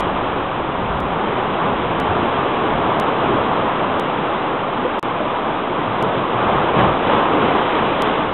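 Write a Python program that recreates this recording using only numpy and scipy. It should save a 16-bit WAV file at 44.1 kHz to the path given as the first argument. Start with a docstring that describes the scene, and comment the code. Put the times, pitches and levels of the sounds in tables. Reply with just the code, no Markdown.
"""Mono, one microphone on a small camera; sea surge churns in a narrow rock inlet below it, up to about 4 kHz.
From the start: noise and bubbles make the water, low noise bands the booming cave and wind on the microphone.
The waveform jumps at the joints of blocks about 1 s long. Waves slam from 1.2 s, trapped air gulps from 2.1 s
as damped, rising sines, and at 5.0 s a short stretch is nearly silent.
The heaviest slam into the cave comes at 6.8 s, and blown-out spray hangs and rains down from about 7.4 s."""
import sys
import numpy as np
from scipy import signal
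from scipy.fft import rfft, irfft, next_fast_len
from scipy.io import wavfile
from scipy.ndimage import uniform_filter1d, map_coordinates

SR = 44100
rng = np.random.default_rng(int(sys.argv[2]) if len(sys.argv) > 2 else 0)


def output_pcm(signal):
    """Save a mono or channel-first signal as 16-bit PCM at the path in sys.argv[1].

    Samples are clipped to [-1, 1] before scaling.
    """
    pcm = np.clip(np.atleast_2d(signal).T, -1, 1) * 32767
    wavfile.write(sys.argv[1], SR, np.round(pcm).astype(np.int16))


def invert_db(x):
    """Field ratio 10**(x/20) for x, a level in decibels (scalar or array-like)."""
    u = np.asarray(x, float) / 20
    return 10 ** u


N = 367353

# Spectra of the low slosh, the wash and the bright spray: f/Hz, relative level/dB per Hz
SLOSH_SPECTRUM = [(130, -41.5), (200, -8), (300, -3), (430, -2.5), (560, -8.5), (800, -46)]
WASH_SPECTRUM = [(330, -41.5), (480, -6), (650, -4), (1050, -3), (1200, -4.5), (1700, -17), (2200, -37.5),
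                 (3700, -120)]
SPRAY_SPECTRUM = [(1000, -23.5), (1500, -3), (1900, -2.5), (2500, -3.5), (3300, -4), (3700, -10),
                  (4000, -19), (4300, -46), (4700, -87)]
# Spectra of the cave's hollow and of wind on the microphone: f/Hz, relative level/dB per Hz
CAVE_SPECTRUM = [(50, -34.5), (85, -5.5), (130, 0), (200, 0.5), (280, -7.5), (400, -45)]
WIND_SPECTRUM = [(8, -11.5), (20, -6), (60, 2.5), (90, 0), (150, -36)]
# How hard the water runs in the inlet: t/s, wash level/dB
FLOW = [(0, -21), (.6, -23), (1.1, -23), (1.55, -20.5), (1.85, -20.5), (2.2, -19.5), (2.6, -19.5),
        (3.3, -19.5), (4.2, -20.5), (4.7, -22), (5.4, -22), (5.92, -22), (6.3, -20.5), (7.0, -19),
        (7.6, -19), (8.2, -20), (8.33, -23)]
# Waves slamming into the cave: t/s, hold/s, gush of wash/dB, hollow thump/dB, boom/dB
SLAMS = [(1.2, 0.22, 1, 2.5, 1), (2.1, 0.09, 0.4, 0.5, 1), (3.282, .1, 0.3, 2, 0.5),
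         (6.023, 0.16, 0.5, 3, 3.5), (6.426, 0.18, 1.5, 0.5, 5.5), (6.791, .04, 4.5, 5.5, 11.5),
         (7.073, 0.1, 3, 3, 4.5), (7.33, 0.14, 1, 4.5, 7.5), (7.77, 0.024, 1, 1.5, 1),
         (8.025, 0.063, 1.5, 3.5, -1)]
# Spray that hangs and rains down: t/s, hold/s, added level/dB
BLOWOUT = (7.45, 0.51, 2.3)
# Cave rumble between slams: t/s, level/dB
RUMBLE = [(0, -29), (.66, -32), (1.5, -29.5), (2.2, -30.5), (3.3, -29), (3.9, -29.5), (4.6, -35),
          (5.6, -33.5), (5.9, -31), (6.3, -35), (7.6, -32), (8.33, -31)]
# Steady wind on the microphone: t/s, level/dB
BREEZE = [(0, -37), (.5, -37), (.7, -39.5), (1.35, -42.5), (3, -45), (5.7, -48.5), (6.3, -43.5), (7.3, -45),
          (8.33, -40)]
# Wind gusts: t/s, hold/s, level over the breeze/dB
GUSTS = [(.8, .24, 10), (1.75, .4, 8.5), (2.74, .12, 8), (3.302, .03, 9), (4.497, 0.5, 4),
         (6.488, .06, 11.5), (6.8, .1, 9), (7.07, .02, 8)]
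# Big air pockets gulping: t/s, starting f/Hz, peak level/dB, life/cycles
GULPS = [(2.073, 91.3, -22, 7.2), (3.29, 345, -23, 12), (4.78, 245, -20, 7.5), (4.845, 496, -15, 14),
         (5.2, 612, -18.5, 20), (5.861, 109, -25, 8), (6.029, 433, -20.5, 25), (6.331, 118, -23, 11),
         (6.76, 154.4, -15, 5.1), (6.832, 140.6, -21, 9.6), (7.41, 213, -19.5, 11)]
# Block joints: t/s, jump of the waveform/full scale
JOINTS = [(.00553, .23), (1.0036, 0.076), (2.0011, .178), (2.9997, .355), (3.9979, -.206), (4.995, 0.089),
          (5.0285, -.143), (6.0262, .188), (7.0238, .0094), (8.022, .442)]
# Nearly silent stretch: start t/s, end t/s
NEAR_SILENCE = (4.995, 5.02832)

MEAN_FLOW_DB = -21
SLAM_RISE_S, SLAM_FALL_S = 0.058, 0.11
GUST_RISE_S, GUST_FALL_S = 0.092, 0.15


def unit(x):
    """x at rms 1."""
    return x / np.sqrt(np.mean(x ** 2) + 1e-20)


def curves(rows):
    """One value per sample for each column after the time."""
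    s, *columns = np.transpose(rows)
    t = np.arange(N) / SR
    return [np.interp(t, s, column) for column in columns]


def wobble(rate):
    """A smooth random curve, rate knots a second."""
    knots = rng.standard_normal(N // 200)
    return map_coordinates(knots, [np.arange(N) * rate / SR])


def swell(s, hold, rise, fall):
    """0 to 1 and back, in seconds: rise up to s, hold from s, fall."""
    t = np.arange(N) / SR
    return np.interp(t, [s - rise, s, s + hold, s + hold + fall], [0, 1, 1, 0])


def coloured(x, spectrum):
    """x filtered through (Hz, dB) points on a log frequency axis, at rms 1."""
    size = next_fast_len(N + 8192)
    f, db = np.transpose(spectrum)
    log_f = np.log(np.fft.rfftfreq(size, 1 / SR) + 1)
    gain = invert_db(np.interp(log_f, np.log(f + 1), db, left=-120, right=-120))
    return unit(irfft(rfft(x, size) * gain, size)[:N])


def rush(patchy_db):
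    """White noise with patches of random gain in time and frequency, patchy_db rms."""
    z = signal.stft(rng.standard_normal(N), nperseg=512)[2]
    field = uniform_filter1d(rng.standard_normal(z.shape), size=4, axis=0)
    field = uniform_filter1d(field, size=10, axis=1)
    patchy = z * invert_db(patchy_db * unit(field))
    return unit(signal.istft(patchy, nperseg=512)[1][:N])


def bubbles(s, hz, gain, cycles, size, rise=0.21):
    """Damped sines with a soft start whose pitch rises as the bubble nears the surface."""
    t = np.arange(size) / SR
    age = t * (hz / cycles)[:, None]  # in lives
    phase = 2 * np.pi * hz[:, None] * t * (1 + rise * age / 2)
    envelope = np.e * 3 * age * np.exp(-3 * age)  # peaks at 1
    wave = gain[:, None] * envelope * np.sin(phase)
    at = (s * SR).astype(int)[:, None] + np.arange(size)
    return np.bincount(at.ravel(), wave.ravel(), N + size)[:N]


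def froth(hz, cycles, count, size):
    """A dense swarm of bubbles of log-normal pitch and uneven level, at rms 1."""
    s = rng.random(count) * N / SR
    pitch = hz * np.exp(0.422 * rng.standard_normal(count))
    gain = invert_db(2.8 * rng.standard_normal(count))
    return unit(bubbles(s, pitch, gain, np.full(count, cycles), size))


def surge():
    """Flow about its mean, and the gush, thump and boom of the slamming waves, in dB."""
    flow_db, = curves(FLOW)
    shapes = np.array([swell(s, hold, SLAM_RISE_S, SLAM_FALL_S) for s, hold, *_ in SLAMS])
    gush_db, thump_db, boom_db = np.transpose(SLAMS)[2:] @ shapes
    return flow_db - MEAN_FLOW_DB, gush_db, thump_db, boom_db


def slosh(heave):
    """Low water: rushing noise and big bubbles, stronger with the flow and with each hollow thump."""
    flow_db, _, thump_db, _ = surge()
    level_db = MEAN_FLOW_DB - 4.5 + 1.1 * flow_db + thump_db
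    source = rush(patchy_db=-0.5) + 0.091 * froth(350, 6.9, count=2500, size=1200)
    return invert_db(level_db + 0.45 * heave) * coloured(source, SLOSH_SPECTRUM)


def wash(heave):
    """Midrange water: rushing noise and bursting bubbles that follow the flow and gush with each slam."""
    flow_db, gush_db, _, _ = surge()
    level_db = MEAN_FLOW_DB + flow_db + gush_db
    source = rush(patchy_db=.5) + 0.094 * froth(850, 4.93, count=6000, size=600)
    return invert_db(level_db + heave) * coloured(source, WASH_SPECTRUM)


def spray(heave):
    """Bright water: noise and tiny bubbles that gush with the slams; the blowout falls away slowly."""
    flow_db, gush_db, _, _ = surge()
    s, hold, db = BLOWOUT
    blowout_db = db * swell(s, hold, rise=0.061, fall=0.7)
    level_db = MEAN_FLOW_DB - 11 + .9 * flow_db + 1.12 * gush_db + blowout_db
    source = rush(patchy_db=-0.73) + 0.18 * froth(2600, 3.6, count=25000, size=160)
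    return invert_db(level_db + 0.2 * heave) * coloured(source, SPRAY_SPECTRUM)


def water():
    """Slosh, wash and spray share the quick heave of the surge, each to its own degree."""
    heave = .55 * wobble(6.4) + 0.14 * wobble(40)  # dB
    return slosh(heave) + wash(heave) + spray(heave)


def gusts():
    """Rise of the wind over the breeze, in dB."""
    return sum(db * swell(s, hold, GUST_RISE_S, GUST_FALL_S) for s, hold, db in GUSTS)


def cave_boom():
    """The hollow rumbles under the swell as a low noise band, booms with slams and lifts a little in gusts."""
    *_, slam_db = surge()
    level_db = curves(RUMBLE)[0] + slam_db + .2 * gusts()
    return invert_db(level_db + 0.5 * wobble(6.5)) * coloured(rush(patchy_db=.5), CAVE_SPECTRUM)


def wind():
    """Breeze and gusts thud on the microphone as very low noise of uneven level."""
    level_db = curves(BREEZE)[0] + gusts()
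    return invert_db(level_db + 1.1 * wobble(2.8)) * coloured(rng.standard_normal(N), WIND_SPECTRUM)


def air_gulps():
    """Air pockets gulp at the cave mouth: damped sines of slightly rising pitch."""
    s, hz, db, cycles = np.transpose(GULPS)
    return bubbles(s, hz, invert_db(db), cycles, size=12000, rise=.03)


def scene():
    """Water, cave, wind and air gulps at one microphone."""
    return (water() + cave_boom() + wind() + air_gulps())[None]


def low_pass(x):
    """Removes everything above the highest recorded frequency."""
    return signal.sosfilt(signal.butter(12, 12920, fs=SR, output="sos"), x)


def record(dry):
    """A small offset, a jump at each block joint that settles within milliseconds, one nearly silent stretch."""
    t = np.arange(N) / SR
    # each jump decays on both sides of its joint, time constant 0.53 ms
    jumps = sum(size * np.sign(t - s) / 2 * np.exp(-np.abs(t - s) / 0.00053) for s, size in JOINTS)
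    start, end = NEAR_SILENCE
    written = np.where((t < start) | (t >= end), 1, invert_db(-32))
    offset = -.006  # full scale 1
    mix = (dry + offset + jumps) * written
    return low_pass(mix)


dry = scene()
out = record(dry)
output_pcm(out)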